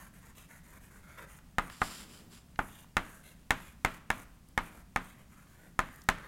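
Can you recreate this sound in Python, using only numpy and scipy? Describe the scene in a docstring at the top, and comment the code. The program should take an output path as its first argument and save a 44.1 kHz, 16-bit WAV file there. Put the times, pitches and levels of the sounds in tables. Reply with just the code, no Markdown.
"""Short chalk strokes rasp over a low ventilation rumble: a lecturer writes on a wall-mounted board in a hall.
Strokes are grains of chalk that hiss at the tip and shake the panel; small ticks of the tip, and one of a heel,
fall between. Then landings crack, ring the panel's modes and thump its frame, each with reflections and the
hall's answer. Around the first landings, sliding noise for sole and cloth scuffs and rustles as the writer
steps along."""
import sys
import numpy as np
from scipy import signal
from scipy.fft import rfft, irfft
from scipy.io import wavfile

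SR = 44100
rng = np.random.default_rng(int(sys.argv[2]) if len(sys.argv) > 2 else 0)


def unload_wav(signal):
    """Save mono or channel-first audio to the path in sys.argv[1] as 16-bit WAV at rate SR, clipped to [-1, 1]."""
    wavfile.write(
        sys.argv[1],
        SR,
        np.round(np.clip(np.atleast_2d(signal).T, -1, 1) * 32767).astype(np.int16),
    )


N = 276507  # length in samples


def undb(db):
    """Decibels to gain."""
    return 10 ** (np.asarray(db) / 20)


def unit(x):
    """Scale to rms 1."""
    return x / np.sqrt(np.mean(x ** 2))


def add(out, start_s, x):
    """Mix x into out from the start time on, dropping what falls outside."""
    i = int(round(start_s * SR))
    a, b = max(i, 0), min(i + len(x), len(out))
    out[a:b] += x[a - i:b - i]


def colour(x, points):
    """Minimum-phase filter with the gain of (Hz, dB) points, built by folding the cepstrum to be causal."""
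    size = 4096
    hz, db = np.transpose(points)
    bin_hz = np.arange(size // 2 + 1) * SR / size
    gain = undb(np.interp(np.log(bin_hz + 1), np.log(hz), db))
    cepstrum = irfft(np.log(gain))
    cepstrum[1:size // 2] *= 2
    cepstrum[size // 2 + 1:] = 0
    impulse = irfft(np.exp(rfft(cepstrum)))
    return signal.fftconvolve(x, impulse)[:len(x)]


def fade(t, t60):
    """Exponential decay, 60 dB down at t60 seconds."""
    return np.exp(-np.log(1000) * t / t60)


def tail(t, t60, rise):
    """Countless overlapping rings or echoes: noise that builds up and dies away, with energy 1."""
    x = rng.standard_normal(len(t)) * fade(t, t60) * (1 - np.exp(-t / rise))
    return x / np.sqrt(np.sum(x ** 2))


def walk(rate):
    """Random wander in straight lines between normal draws, rate draws per second."""
    knots = rng.standard_normal(N // 20)
    return np.interp(np.arange(N) / SR * rate, np.arange(len(knots)), knots)


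def grit(size, rate, spread_db):
    """Clicks of uneven size, about rate per second: grains catching and breaking off."""
    hit = rng.random(size) < rate / SR
    uneven = undb(spread_db * rng.standard_normal(size))
    return unit(hit * rng.standard_normal(size) * uneven)


def swing(t, start, end, arch):
    """Speed of a movement that starts and ends at rest; a smaller arch exponent makes it fuller."""
    progress = np.clip((t - start) / (end - start), 0, 1)
    return np.maximum(np.sin(np.pi * progress), 0) ** arch


def ventilation(waver_db=1.9):
    """Moving air: a gently wavering rumble under a steady, quieter hiss."""
    # ventilation spectrum: pitch_hz [Hz], density_db [dB per Hz, relative]
    air_tone = [(20, -3.5), (60, 2.5), (100, -6), (175, -1.5), (260, -10), (400, -22), (700, -23),
                (1500, -27), (4000, -32.5), (9000, -33), (13000, -36.5), (16000, -36.5)]
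    air_db = -57
    air = unit(colour(rng.standard_normal(N), air_tone))
    rumble = colour(air, [(250, -12.0), (800, -7.5)])
    waver = undb(waver_db * walk(17)) - 1
    return undb(air_db) * (air + rumble * waver)


def shift(arch=0.83):
    """The body shifts its weight: heavy cloth moves with one dull rustle that swells and fades."""
    start_s, end_s, level_db = 1.76, 2.45, -59.5
    cloth_tone = [(100, -10), (240, -0.5), (330, -5.0), (500, -11.0), (2000, -29)]
    speed = swing(np.arange(N) / SR, start_s, end_s, arch)
    rustle = unit(colour(rng.standard_normal(N), cloth_tone))
    return undb(level_db) * speed * rustle


def step(rough_db=1.0):
    """Sole and trouser cloth slide sideways: each scuff sets in, slows under friction and dies away."""
    # scuffs of the step: start_s [s], slide_s [s], level_db [dB before the sag]
    scuff_list = [(1.69, 0.16, -55.5), (1.8, 0.23, -46), (2.08, 0.12, -56), (2.298, 0.08, -56.5)]
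    # sliding sole and cloth: pitch_hz [Hz], level_db [dB, relative]
    scuff_tone = [(250, -4), (500, -9), (1250, 2.5), (2400, -1), (3100, 2.5), (4200, -1.5), (4900, 3),
                  (6500, -7), (7300, 4), (7900, -1.5), (9600, -5), (10600, -2.5), (12000, -7), (16000, -17)]
    attack_s, sag_db_per_s, release_t60_s = 0.034, 26, 0.21
    level, t = np.zeros(N), np.arange(SR) / SR
    for start_s, slide_s, level_db in scuff_list:
        slide = np.minimum(t / attack_s, 1) * undb(level_db - sag_db_per_s * t)
        release = fade(np.maximum(t - slide_s, 0), release_t60_s)
        add(level, start_s, slide * release)
    roughness = undb(rough_db * walk(83))
    grains = unit(colour(grit(size=N, rate=14000, spread_db=2.0), scuff_tone))
    return level * roughness * grains


def ticks():
    """The tip catches on a hard grain or barely touches the board, and once a heel touches the floor: short
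    bursts of tuned noise."""
    # light ticks: start_s [s], peak_db [dB], centre_hz [Hz]
    tick_list = [(1.099, -50, 1370), (1.388, -45.5, 1230), (1.699, -35, 1700), (2.559, -45, 2600),
                 (2.844, -47.5, 1120), (4.487, -49.5, 10900), (5.96, -43, 12500), (6.018, -42.5, 5730),
                 (6.038, -44.5, 11500)]
    t60_s = 0.017
    out, t = np.zeros(N), np.arange(SR // 10) / SR
    for start_s, peak_db, centre_hz in tick_list:
        tone = [(centre_hz / 4, -20), (centre_hz, 0), (centre_hz * 2, -14), (centre_hz * 4, -30)]
        burst = colour(rng.standard_normal(len(t)) * fade(t, t60_s), tone)
        add(out, start_s, undb(peak_db) * burst / np.abs(burst).max())
    return out


def rub(rate, spread_db, t60, ring_db):
    """Half a second of grains, heard directly and through a brief ring that is new for each grip and spot."""
    grains = grit(size=SR // 2, rate=rate, spread_db=spread_db)
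    ring = tail(np.arange(SR // 20) / SR, t60, rise=0.000087)
    return grains + undb(ring_db) * signal.fftconvolve(grains, ring)[:len(grains)]


def strokes(arch=0.43, judder_db=1.74, hiss_gain_db=0.47, drone_gain_db=1.0):
    """Each stroke speeds up and slows down; the grains hiss at the tip and shake the panel."""
    # chalk strokes: start_s [s], end_s [s], level_db [dB before gains and judder],
    # bite_db [dB, how much more the panel sounds than the tip, before their gains]
    stroke_list = [(-.04, 0.087, -60, 3.5), (0.127, 0.212, -66, -0.5), (0.209, 0.328, -66.5, 3),
                   (0.349, 0.463, -61.5, -1), (0.482, 0.605, -62.5, 3.5), (0.631, 0.738, -65.5, 0.5),
                   (0.721, 0.793, -64, 4.5), (0.803, .9, -64, -0.5), (0.899, 1.015, -66.5, 3.5),
                   (1.023, 1.19, -67.5, 7.5), (1.174, 1.205, -61.5, 13), (1.19, 1.254, -61.5, 8),
                   (1.271, 1.4, -61.5, -0.5), (1.606, 1.72, -60.5, 3.5), (2.573, 2.72, -62, -7.5),
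                   (2.68, 2.855, -61.5, -1), (2.981, 3.227, -62.5, 0), (3.229, 3.342, -62.5, -1),
                   (3.526, 3.738, -62.5, -1), (3.872, 3.983, -61.5, 3.5), (4.12, 4.247, -59, 0.5),
                   (4.601, 4.703, -61.5, -1), (4.698, 4.829, -65, 5), (4.989, 5.145, -64, -1),
                   (5.141, 5.245, -70, 5.5), (5.289, 5.45, -68, 4.5), (5.456, 5.6, -72.5, 5.5),
                   (5.567, 5.701, -69.5, 6.5), (5.797, 6.038, -66, 4), (6.123, 6.345, -70.5, 15.5)]
    # chalk rubbing off at the tip: pitch_hz [Hz], level_db [dB, relative]
    hiss_tone = [(2000, -5.5), (4800, -27), (5800, -6.5), (6800, 0), (8200, -1.5), (9500, 1), (10600, -1),
                 (11900, 0.5), (13500, -4), (16000, -12)]
    # the shaken panel, moved as a whole for each stroke: pitch_hz [Hz before the move], level_db [dB, relative]
    drone_tone = [(100, -15), (400, -5), (600, -3.5), (920, -5.5), (1130, -1), (1600, 0), (2150, -4.5),
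                  (2450, -7), (2750, -12), (3300, -16), (9000, -30)]
    table_centre_hz, neutral_centre_hz, lowest_centre_hz = 1460, 1566, 1370
    sag_octaves_per_db = 0.54  # the drone sits lower the more the chalk bites
    out, t = np.zeros(N), np.arange(SR // 2) / SR
    for start_s, end_s, level_db, bite_db in stroke_list:
        centre_hz = max(neutral_centre_hz * 2 ** (-sag_octaves_per_db * bite_db), lowest_centre_hz)
        moved_tone = np.array(drone_tone) * [centre_hz / table_centre_hz, 1]
        hiss = unit(colour(rub(rate=5800, spread_db=0.5, t60=0.0039, ring_db=-9.0), hiss_tone))
        drone = unit(colour(rub(rate=4500, spread_db=2.5, t60=0.018, ring_db=-1.5), moved_tone))
        rasp = undb(hiss_gain_db) * hiss + undb(bite_db + drone_gain_db) * drone
        add(out, start_s, undb(level_db) * swing(t, 0, end_s - start_s, arch) * rasp)
    return out * undb(judder_db * walk(110))  # the tip grips and slips


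def cracking(t, body_lag_s, crack_db):
    """The contact click, then duller copies from the writer's body, the floor and the back wall."""
    # contact crack: pitch_hz [Hz], level_db [dB before crack_db]
    crack_tone = [(100, -6), (350, 3.5), (540, 6.5), (900, 13), (1400, 8.5), (2000, 9), (2700, -4),
                  (3300, -18.5), (4500, -12.5), (7000, -5.5), (11000, -11.5), (16000, -20.5)]
    # floor and back wall: delay_s [s], level_db [dB, relative to the dulled crack]
    echo_list = [(.012, -8), (.097, -24.5)]
    body_echo_db = -3.5
    click = 1. * (t == 0)
    crack = undb(crack_db) * colour(click, crack_tone)
    dull = colour(crack, [(300, -4.0), (900, -0.5), (2200, 1.0), (6000, -3.5)])
    for delay_s, level_db in [(body_lag_s, body_echo_db), *echo_list]:
        add(crack, delay_s, undb(level_db) * dull)
    return crack


def push(t, push_s=0.0032, push_db=-25):
    """The panel gives way under the blow: one short suction."""
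    return -undb(push_db) * np.sin(np.pi * np.minimum(t / push_s, 1))


def spot_weight(hz, spot_hz, favour_db=6, others_db=-1.5, span=0.15):
    """A mode with an antinode under the chalk rings louder than the rest."""
    nearness = np.exp(-(np.log(hz / spot_hz) / span) ** 2)
    return undb(others_db + favour_db * nearness)


def panel_modes(t, spot_hz, scatter_db, detune):
    """The panel on its frame rings as decaying cosines, weighted by where the chalk lands."""
    # panel modes: pitch_hz [Hz before detuning], level_db [dB before spot and scatter], t60_s [s]
    mode_list = [(26.5, -34, 0.26), (75.4, -63.5, 0.069), (132.3, -49.5, 0.14), (177.5, -45.5, 0.41),
                 (263.7, -42.5, 0.24), (376, -54.5, 0.11), (491, -48.5, 0.17), (648.6, -43.5, 0.23),
                 (794, -25.5, 0.042), (847, -40.5, .035), (1050.5, -30.5, 0.066), (1123, -56, 0.043),
                 (1231, -27.5, 0.06), (1413, -28.5, 0.034), (1672, -31, 0.045), (1761, -19.5, 0.02),
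                 (2076, -24.5, 0.047), (2558, -25.5, 0.021)]
    hz, db, t60 = np.transpose(mode_list)
    size = spot_weight(hz, spot_hz) * undb(db + scatter_db * rng.standard_normal(len(hz)))
    hz = hz * (1 + detune * rng.standard_normal(len(hz)))
    # the panel is pushed away from the listener, so its slow modes start with a suction
    size = np.where(hz < 700, -size, size)
    modes = sum(g * np.cos(2 * np.pi * f * t) * fade(t, d) for f, g, d in zip(hz, size, t60))
    return modes * (1 - np.exp(-t / 0.00074))  # bending waves take a moment to spread


def contact(x, hardness_db):
    """A hard edge of the chalk gives a brighter tap than a blunt, powdery face."""
    # tone of an average landing: pitch_hz [Hz], level_db [dB]
    average_tone = [(1330, -0.5), (2000, -2), (3600, 1), (8000, -2.5)]
    from_hz, up_to_hz = 1100, 8100  # hardness tilts the spectrum between these
    tilt = [(from_hz, 0), (up_to_hz, hardness_db * np.log2(up_to_hz / from_hz))]
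    return colour(colour(x, average_tone), tilt)


def tap(spot_hz, hardness_db, body_lag_s, scatter_db=2, detune=0.012, crack_db=-1,
        crumble_t60=0.0097, ring_t60=0.14, hall_t60=0.53):
    """One landing: crack and reflections, push, crumbling tip, panel modes and dense ring, then the hall."""
    # all three, before the contact tone: pitch_hz [Hz], level_db [dB]
    # the tip crumbling under the blow
    crumble_tone = [(500, -19.5), (1500, 17.5), (2400, -1), (3600, -2), (4800, -12.5), (7000, -12.5),
                    (11000, -15), (16000, -23)]
    # the dense ring of the panel
    ring_tone = [(40, -1.5), (250, 6), (480, 0.5), (800, 6.5), (1100, 8), (1900, 5.5), (2600, -1.5),
                 (3600, -10), (4800, -18.5), (7000, -17), (15000, -28)]
    # the hall's answer
    hall_tone = [(40, -2), (200, 6), (450, -7), (750, -5), (1200, -0.5), (2000, -2.5), (3000, -12.5),
                 (4500, -23.5), (8000, -27.5), (15000, -37)]
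    t = np.arange(SR) / SR
    crack = cracking(t, body_lag_s, crack_db)
    modes = panel_modes(t, spot_hz, scatter_db, detune)
    crumble = colour(tail(t, crumble_t60, rise=0.0015), crumble_tone)
    ring = colour(tail(t, ring_t60, rise=0.0029), ring_tone)
    hall = colour(tail(t, hall_t60, rise=0.015), hall_tone)
    return contact(crack + push(t) + crumble + modes + ring + hall, hardness_db)


def taps():
    """All landings of the chalk, each with its own spot, hardness and distance to the writer's body."""
    # landings: start_s [s], level_db [dB], favoured mode spot_hz [Hz], hardness_db [dB per octave]
    landing_list = [(1.584, -0.5, 1240, -1), (1.8172, -1.3, 1290, -2.5), (2.591, -1.5, 940, -4),
                    (2.9683, 0.5, 1470, 0.2), (3.5066, .5, 1800, 1.6), (3.8485, 1, 1740, 0.5),
                    (4.1032, -1.66, 1700, 0.66), (4.5771, -1, 1740, -0.5), (4.9609, -2.5, 1250, 0),
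                    (5.7914, -0.65, 1053, 0), (6.0885, 1.5, 1040, 1.5)]
    # lag of the crack's reflection from the writer's body as he moves along: time_s [s], lag_s [s]
    body_lag = [(1.6, .00248), (2.6, .0025), (3, .0022), (4, .00228), (5, .00216), (6, .00219)]
    out = np.zeros(N)
    for start_s, level_db, spot_hz, hardness_db in landing_list:
        lag_s = np.interp(start_s, *np.transpose(body_lag))
        add(out, start_s, undb(level_db) * tap(spot_hz, hardness_db, lag_s))
    return out


def scene():
    """The air, the quieter rubbing sounds with their share of the hall, and the taps."""
    air = ventilation()
    rubbing = shift() + step() + ticks() + strokes()
    echoes = tail(np.arange(SR) / SR, t60=0.6, rise=0.0033)
    hall = signal.fftconvolve(rubbing, echoes)[:N]
    hall = colour(hall, [(1500, -6.5), (9000, -14)])
    return (air + rubbing + hall + taps())[None]


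def record(dry):
    """The recorder cuts the top with a steep low-pass."""
    top_hz = 16100
    low_pass = signal.ellip(10, .2, 70, top_hz, fs=SR, output="sos")  # 0.2 dB ripple, 70 dB stop
    return signal.sosfilt(low_pass, dry)


dry = scene()
out = record(dry)
unload_wav(out)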